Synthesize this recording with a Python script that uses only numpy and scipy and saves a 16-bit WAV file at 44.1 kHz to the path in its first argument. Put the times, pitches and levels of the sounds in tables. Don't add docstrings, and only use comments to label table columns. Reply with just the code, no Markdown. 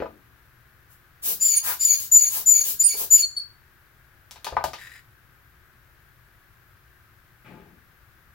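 import sys
import numpy as np
from scipy import signal
from scipy.fft import rfft, irfft
from scipy.io import wavfile
from scipy.ndimage import uniform_filter1d, minimum_filter1d

SR = 44100
rng = np.random.default_rng(int(sys.argv[2]) if len(sys.argv) > 2 else 0)


def inscribe(sig):
    pcm = np.round(np.clip(np.atleast_2d(sig).T, -1, 1) * 32767)
    wavfile.write(sys.argv[1], SR, pcm.astype(np.int16))


N = 367794

# (frequency [Hz], time to fall 60 dB [s])
ECHO_DECAY = [(100, 0.9), (500, 0.23), (2000, 0.17), (4500, .31), (7000, 0.3), (15000, 0.19)]
# (frequency [Hz], level per Hz [dB])
ROOM_COLOUR = [(25, -11), (50, -1), (125, -3), (185, -16), (260, -19), (370, -18), (450, -22), (900, -21.5),
               (1250, -15), (1900, -19), (2900, -27), (8500, -38), (12000, -29.5), (16000, -27)]
# (frequency [Hz], likeness [0-1])
LEFT_RIGHT_LIKENESS = [(40, .8), (300, .75), (900, 1), (2000, .2), (8000, .05)]
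# (time [s], thump level [dB], ring level [dB], ring centre [Hz],
#   clack level [dB], clack top [Hz], snap level [dB])
BENCH_KNOCKS = [(.002, -37, -25, 410, -41.5, 1960, -90), (.022, -63, -21, 453, -44, 1500, -90),
                (0.058, -70, -37, 980, -48, 1200, -90), (4.31, -65, -52, 900, -47, 7500, -44.5),
                (4.359, -47, -47.5, 900, -51, 4000, -60), (4.445, -70, -41, 600, -36.5, 5400, -37.5),
                (4.4672, -65, -25.5, 913, -38.5, 4770, -49), (4.5227, -32, -29.5, 555, -45, 1500, -68),
                (4.5675, -35, -17.5, 960, -36.5, 1890, -63), (4.6404, -32.5, -18, 717, -36.5, 4570, -33),
                (4.7335, -70, -31.5, 862, -38, 4640, -46.5)]
# (frequency [Hz], level [dB], time to fall 60 dB [s])
BENCH_MODES = [(255, -14, 0.26), (319, -10.5, 0.095), (349, -11.5, 0.13), (440, -5.5, 0.046),
               (493, 0.5, 0.014), (559, -2.5, 0.1), (647, -8.5, 0.18), (740, -5, 0.1), (828, -7.5, 0.1),
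               (878, -3.5, 0.062), (968, -1.5, 0.042), (1190, 1, 0.045), (1234, -9, 0.079),
               (1513, -2, 0.091), (1736, -7.5, 0.079), (1953, -2, 0.026), (4240, -9, 0.045),
               (5170, -11, 0.04)]
# (frequency [Hz], level [dB])
BENDING_MODES = [(58, -2), (72, 3.5), (104, -10), (140, -6.5)]
# (time [s], length [s], peak hiss level [dB])
BULB_REFILLS = [(0.881, 0.1, -51.5), (1.215, 0.17, -19), (1.613, 0.17, -20.5), (1.943, .17, -27),
                (2.281, .18, -21.5), (2.612, 0.17, -20.5), (2.941, 0.15, -22)]
# (frequency [Hz], level per Hz [dB])
INTAKE_COLOUR = [(300, -20), (1500, -25.5), (3000, -15), (5500, -12.5), (7200, -10.5), (8500, -13),
                 (11000, -6), (14000, 0.5), (15800, -2)]
# (time of peak [s], half length [s], level [dB], centre [Hz])
RUBBER_UNFOLDS = [(1.301, 0.05, -44.5, 356), (1.693, 0.064, -31.5, 997), (2.371, 0.066, -44, 680),
                  (2.614, 0.011, -44.5, 270), (2.947, 0.0098, -40.5, 330), (3.017, 0.056, -43.5, 391.6)]
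# (time [s], length [s], whistle attack [s], time to full pressure [s], top pitch [Hz],
#   first whistle level [dB], time until it breaks up [s], later whistle level [dB], mid-squeeze jet level [dB])
BULB_SQUEEZES = [(1.396, 0.2, .026, 0.059, 7128, -18.5, 0.15, -23, -30),
                 (1.788, 0.1744, .038, .045, 7100, -16.5, 0.058, -18, -30.5),
                 (2.112, 0.18, .016, .043, 7054, -10.5, 0.081, -22, -31.5),
                 (2.455, 0.17, .018, 0.041, 7092, -13.5, 0.089, -20, -32.5),
                 (2.787, .160, .022, 0.05, 7103, -15, .042, -29, -31.5),
                 (3.101, 0.12, .018, 0.045, 7045, -9.5, 0.0602, -19, -29.5)]
# (frequency [Hz], level per Hz [dB])
JET_COLOUR = [(300, -20.5), (900, -26), (1800, -16.5), (2400, -12), (3300, -15), (4100, -15.5), (4800, -2),
              (6000, -22), (8000, -13.5), (9300, -5), (11000, -0.5), (13000, -6.5), (15800, -8)]
# (multiple of the whistle [ratio], level re jet [dB], flutter rate [Hz],
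#   whistle pitch that favours it [Hz])
NOZZLE_SIDE_TONES = [(.338, -8.5, 34.92, 6800), (.40, -17, 69.5, 6960), (.655, -5.5, 60, 6790),
                     (0.659, -1.5, 60, 6898), (0.696, -4, 110, 7070), (1.335, -10.5, 60, 7070),
                     (1.561, -6, 69, 6800)]
# (time [s], length [s], mid pitch [Hz], level [dB])
HIGH_CHIRPS = [(1.563, 0.032, 9440, -14.5), (2.836, .056, 9344, -14)]
# (time [s], length [s], mid pitch [Hz], level [dB])
LOW_CHIRPS = [(3.218, .044, 4395, -25.5), (3.362, 0.041, 4445, -22)]
# (frequency [Hz], width [Hz], level [dB])
SLIDE_RESONANCES = [(1880, 166, 1), (3920, 220, -12.5), (4960, 260, -18), (7070, 310, -16.5),
                    (12160, 13000, -25)]
# (frequency [Hz], width [Hz], level [dB])
TUBE_RESONANCES = [(137, 32.4, 1), (195, 35, 2.5), (239, 30, 2.5), (330, 73, 0), (405, 73, -3),
                   (587, 150, -8), (790, 120, -8.5), (870, 32, -2.5), (1247, 92, -13)]
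# (frequency [Hz], level per Hz [dB])
SCRAPE_COLOUR = [(500, -26), (1200, 10), (2400, 10), (3500, -2), (6000, -16), (12000, -20)]

TIME = np.arange(N) / SR
FREQS = np.maximum(np.arange(N // 2 + 1) * SR / N, 1)
ROOM_TONE_DB = -58
REBOUND_S, REBOUND_DB = 0.038, -17
REFILL_OPENING, REFILL_CLOSING = 1.67, 2.6
SLACK_HZ = 6688
PRESSURE_RISE_S, PRESSURE_FALL_S = .085, .07
WHISTLE_RELEASE_S = .014
BREAK_S = 0.0073
JET_ATTACK_S, JET_RELEASE_S, JET_SWELL_DB_PER_S = 0.019, 0.01, 14
HIGH_SAG_HZ_PER_S, LOW_SAG_HZ_PER_S = 500, 2200
TICK_AT_S, TICK_LENGTH_S, TICK_RISE_S, TICK_DB, TICK_FADE_DB_PER_S = 3.362, .035, 0.0086, -43.5, 438
SLIDE_AT_S, SLIDE_LENGTH_S, SLIDE_RISE_S, SLIDE_DB, SLIDE_FADE_DB_PER_S = 4.775, 0.23, 0.028, -41, 47.5
SEATING_AT_S, SEATING_LENGTH_S = 7.44, .36
SCRAPE_DB, SCRAPE_RISE_S, SCRAPE_FADE_DB_PER_S = -51.5, 0.026, 80
BOOM_DB, BOOM_RISE_S, BOOM_FADE_DB_PER_S = -45, 0.096, 81
CUTOFF_HZ = 15900


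def from_db(db):
    return 10 ** (np.asarray(db) / 20)


def rms_one(x):
    return x / np.sqrt(np.mean(x ** 2) + 1e-20)


def at_hz(points, hz):
    points = np.array(points)
    return np.interp(np.log(hz), np.log(points[:, 0]), points[:, 1])


def butter(x, order, hz, kind):
    return signal.sosfilt(signal.butter(order, hz, kind, fs=SR, output="sos"), x)


def lowpass(x, hz, order=2):
    return butter(x, order, min(hz, .45 * SR), "low")


def resonate(x, hz, width):
    r = np.exp(-np.pi * width / SR)
    feedback = [1, -2 * r * np.cos(2 * np.pi * hz / SR), r * r]
    return signal.lfilter(np.array([1, 0, -1]) * (1 - r * r) / 2, feedback, x)


def noise(spectrum):
    return rms_one(irfft(rfft(rng.standard_normal(N)) * from_db(at_hz(spectrum, FREQS)), N))


def flutter(hz):
    return rms_one(lowpass(rng.standard_normal(N), hz))


def stroke(s, length_s, attack_s, release_s):
    span = slice(int(s * SR), int((s + length_s) * SR))
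    t = TIME[span] - TIME[span.start]
    ramp = np.clip(np.minimum(t / attack_s, (t[-1] - t) / release_s), 0, 1)
    return span, t, np.sin(np.pi / 2 * ramp) ** 2


def push(s, length_s, db, rise_s, fade_db_per_s):
    out = np.zeros(N)
    span, t, gate = stroke(s, length_s, 0.0052, 0.015)
    fade = from_db(db - fade_db_per_s * np.maximum(t - rise_s, 0))
    out[span] = gate * np.sqrt(np.minimum(t / rise_s, 1)) * fade
    return out


def rubbing(modes, grain_db):
    slips = rng.standard_normal(N) * from_db(grain_db * flutter(135))
    out = np.zeros(N)
    for k, (hz, width, db) in enumerate(modes):
        out += (-1) ** k * from_db(db) * resonate(slips, hz, width)
    return rms_one(out)


def room_response():
    t = TIME[:SR // 2]
    hz = np.maximum(np.arange(len(t) // 2 + 1) * SR / len(t), 1)
    white, out = rfft(rng.standard_normal((2, len(t)))), 0
    for k, (_, t60) in enumerate(ECHO_DECAY):
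        share = at_hz([(f, float(j == k)) for j, (f, _) in enumerate(ECHO_DECAY)], hz)
        out = out + irfft(white * share, len(t)) * from_db(-60 * t / t60)
    onset = np.clip((t - .002) / 0.0027, 0, 1)
    out = out * onset * (1 + 1.8 * np.exp(-t / .012))
    out = butter(out, 2, 220, "high")
    return out / np.sqrt(np.sum(out ** 2, axis=1, keepdims=True))


def place(x, room, pan_db, wet_db, lag=0.):
    shift = np.exp(-1j * np.pi * FREQS / SR * lag * np.array([[1], [-1]]))
    direct = irfft(rfft(x) * shift, N)
    shared = lowpass(room[0] - room[1], 500, order=1)
    echo = signal.fftconvolve(x[None], np.array([room[0], room[1] + shared]), axes=1)[:, :N]
    pan = from_db([[pan_db / 2], [-pan_db / 2]])
    return (direct + from_db(wet_db) * echo) * pan / np.sqrt(1 + from_db(2 * wet_db))


def room_tone():
    alike = np.clip(at_hz(LEFT_RIGHT_LIKENESS, FREQS), 0, 1)
    mid, side = rfft(noise(ROOM_COLOUR)), rfft(noise(ROOM_COLOUR))
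    air = irfft(mid + np.sqrt((1 - alike) / (1 + alike)) * side * [[1], [-1]], N)
    fan = resonate(rng.standard_normal((2, N)), 1580, 400)
    fan = rms_one(resonate(fan, 1580, 400))
    hum = sum(from_db(db) * np.sin(2 * np.pi * hz * TIME)
              for hz, db in [(60, -74.5), (120, -69.5), (360, -76)])
    tilted = (from_db(ROOM_TONE_DB) * air + hum) * from_db([[1.8], [-1.8]])
    return tilted + fan * from_db([[-61.5], [-70]])


def knocks(thump_t60, clack_t60, snap_t60, crack_db, scatter_db, focus):
    out, t = np.zeros(N + SR), TIME[:SR // 3]
    hz, mode_db, t60 = np.array(BENCH_MODES).T[:, :, None]
    crack = 1 + from_db(crack_db) * np.exp(-t / 0.0012)
    contact = (1 - np.exp(-t / .0004)) * (1 + np.exp(-t / .004))
    thump = sum(from_db(db) * np.sin(2 * np.pi * low_hz * t) for low_hz, db in BENDING_MODES)
    thump = thump * from_db(-60 * t / thump_t60) * (1 - np.exp(-t / 0.0082))
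    for s, thump_db, ring_db, ring_hz, clack_db, clack_hz, snap_db in BENCH_KNOCKS:
        strength = from_db(mode_db + scatter_db * rng.standard_normal(hz.shape))
        strength = strength / np.sqrt(1 + (focus * (hz / ring_hz - ring_hz / hz)) ** 2)
        modes = np.sin(2 * np.pi * (hz * t + rng.random(hz.shape))) * from_db(-60 * t / t60)
        ring = contact * np.sum(strength * modes, axis=0)
        grit, sharp = rng.standard_normal((2, len(t)))
        grit = resonate(grit, 2200, 6000)
        clack = rms_one(lowpass(grit, clack_hz, order=3)) * from_db(-60 * t / clack_t60) * crack
        snap = sharp * from_db(-60 * t / snap_t60) * crack
        body = from_db(ring_db) * ring + from_db(clack_db) * clack
        start = int(s * SR)
        back = int((s + REBOUND_S * rng.uniform(0.98, 1.1)) * SR)
        out[start:start + len(t)] += body + from_db(snap_db) * snap + from_db(thump_db) * thump
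        out[back:back + len(t)] += from_db(REBOUND_DB) * body
    return out[:N]


def inflow():
    out = np.zeros(N)
    for s, length_s, db in BULB_REFILLS:
        filled = np.clip((TIME - s) / length_s, 0, 1)
        arch = filled ** REFILL_OPENING * (1 - filled) ** REFILL_CLOSING
        out += from_db(db) * arch / arch.max()
    return out


def unfolding():
    out, air = np.zeros(N), rng.standard_normal(N)
    for s, half_s, db, hz in RUBBER_UNFOLDS:
        rush = rms_one(resonate(resonate(air, hz, .9 * hz), hz, 3.9 * hz))
        out += from_db(db) * np.exp(-2 * ((TIME - s) / half_s) ** 2) * rush
    return out


def squeezes():
    for s, length_s, attack_s, top_s, top_hz, firm_db, firm_s, broken_db, _ in BULB_SQUEEZES:
        span, t, gate = stroke(s, length_s, attack_s, WHISTLE_RELEASE_S)
        width_s = np.where(t < top_s, PRESSURE_RISE_S, PRESSURE_FALL_S)
        pressure = np.exp(-((t - top_s) / width_s) ** 2)
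        broken = .5 + .5 * np.tanh((t - firm_s) / BREAK_S)
        hz = SLACK_HZ + (top_hz - SLACK_HZ) * pressure
        yield span, gate, hz, firm_db + (broken_db - firm_db) * broken


def whistle(notes, octave_db, jitter_hz, shimmer_db, lock_db):
    out, shake, swell = np.zeros(N), flutter(180), flutter(52)
    for span, gate, hz, db in notes:
        loose = 1 / (1 + from_db(db - lock_db) ** 3)
        phase = 2 * np.pi * np.cumsum(hz + jitter_hz * loose * shake[span]) / SR
        level = from_db(db + shimmer_db * loose * swell[span])
        out[span] += gate * level * (np.sin(phase) + from_db(octave_db) * np.sin(2 * phase))
    return np.sqrt(2) * out


def outflow():
    out = np.zeros(N)
    for s, length_s, *_, jet_db in BULB_SQUEEZES:
        span, t, gate = stroke(s, length_s, JET_ATTACK_S, JET_RELEASE_S)
        out[span] += gate * from_db(jet_db + JET_SWELL_DB_PER_S * (t - length_s / 2))
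    return out


def fluttering_hiss(spectrum, flutter_db, count=14):
    edges = np.geomspace(1800, 16500, count)
    air = noise(spectrum)
    out = lowpass(air, edges[0], order=4)
    for low, high in zip(edges, edges[1:]):
        band = butter(np.roll(air, int(rng.integers(N))), 2, [low, high], "band")
        out = out + band * from_db(flutter_db * flutter(35))
    return rms_one(out)


def breathy_modes(reach_hz):
    out = np.zeros(N)
    for ratio, mode_db, width_hz, best_hz in NOZZLE_SIDE_TONES:
        band = flutter(width_hz) + 1j * flutter(width_hz)
        for span, _, hz, _ in squeezes():
            swell = 1 / (1 + ((hz - best_hz) / reach_hz) ** 2)
            carrier = np.exp(2j * np.pi * np.cumsum(ratio * hz) / SR)
            out[span] += swell * from_db(mode_db) * np.real(band[span] * carrier)
    return out


def chirps(rows, sag_hz_per_s, attack_s, release_s):
    for s, length_s, hz, db in rows:
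        span, t, gate = stroke(s, length_s, attack_s, release_s)
        yield span, gate, hz - sag_hz_per_s * (t - length_s / 2), db


def nozzle_tick():
    return push(TICK_AT_S, TICK_LENGTH_S, TICK_DB, TICK_RISE_S, TICK_FADE_DB_PER_S)


def bench_slide():
    motion = push(SLIDE_AT_S, SLIDE_LENGTH_S, SLIDE_DB, SLIDE_RISE_S, SLIDE_FADE_DB_PER_S)
    return motion * rubbing(SLIDE_RESONANCES, grain_db=4.0)


def tube_seating():
    boom = push(SEATING_AT_S, SEATING_LENGTH_S, BOOM_DB, BOOM_RISE_S, BOOM_FADE_DB_PER_S)
    scrape = push(SEATING_AT_S, SEATING_LENGTH_S, SCRAPE_DB, SCRAPE_RISE_S, SCRAPE_FADE_DB_PER_S)
    return boom * rubbing(TUBE_RESONANCES, grain_db=-1.0) + scrape * noise(SCRAPE_COLOUR)


def scene():
    room = room_response()
    bench = knocks(thump_t60=0.183, clack_t60=0.16, snap_t60=0.14, crack_db=9.5, scatter_db=1.0, focus=2.75)
    bench = bench + bench_slide()
    intake = (inflow() + nozzle_tick()) * noise(INTAKE_COLOUR) + unfolding()
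    tone = whistle(squeezes(), octave_db=-12, jitter_hz=34.97, shimmer_db=3.5, lock_db=-10.5)
    jet = outflow() * (fluttering_hiss(JET_COLOUR, flutter_db=4.5) + breathy_modes(reach_hz=56.4))
    high_notes = chirps(HIGH_CHIRPS, HIGH_SAG_HZ_PER_S, attack_s=.011, release_s=0.027)
    high = whistle(high_notes, octave_db=-90, jitter_hz=22, shimmer_db=2.5, lock_db=-16.0)
    low_notes = chirps(LOW_CHIRPS, LOW_SAG_HZ_PER_S, attack_s=0.013, release_s=0.023)
    low = whistle(low_notes, octave_db=-18.0, jitter_hz=20, shimmer_db=3.5, lock_db=-14)
    return (room_tone()
            + place(bench, room, pan_db=4.5, wet_db=-0.5, lag=-1.06)
            + place(intake, room, pan_db=2.5, wet_db=3.5, lag=4.89)
            + place(tone, room, pan_db=4.0, wet_db=-4, lag=0.79)
            + place(jet, room, pan_db=0.0, wet_db=8, lag=0.72)
            + place(high, room, pan_db=-9.5, wet_db=-7.5, lag=0.8)
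            + place(low, room, pan_db=2.5, wet_db=-3.5, lag=1.0)
            + place(tube_seating(), room, pan_db=6.5, wet_db=1, lag=1.1))


def record(dry):
    allowed = np.minimum(1, .93 / (np.abs(dry).max(axis=0) + 1e-9))
    gain = uniform_filter1d(minimum_filter1d(allowed, size=441), size=441)
    return signal.sosfilt(signal.ellip(12, .1, 80, CUTOFF_HZ, fs=SR, output="sos"), dry * gain)


dry = scene()
out = record(dry)
inscribe(out)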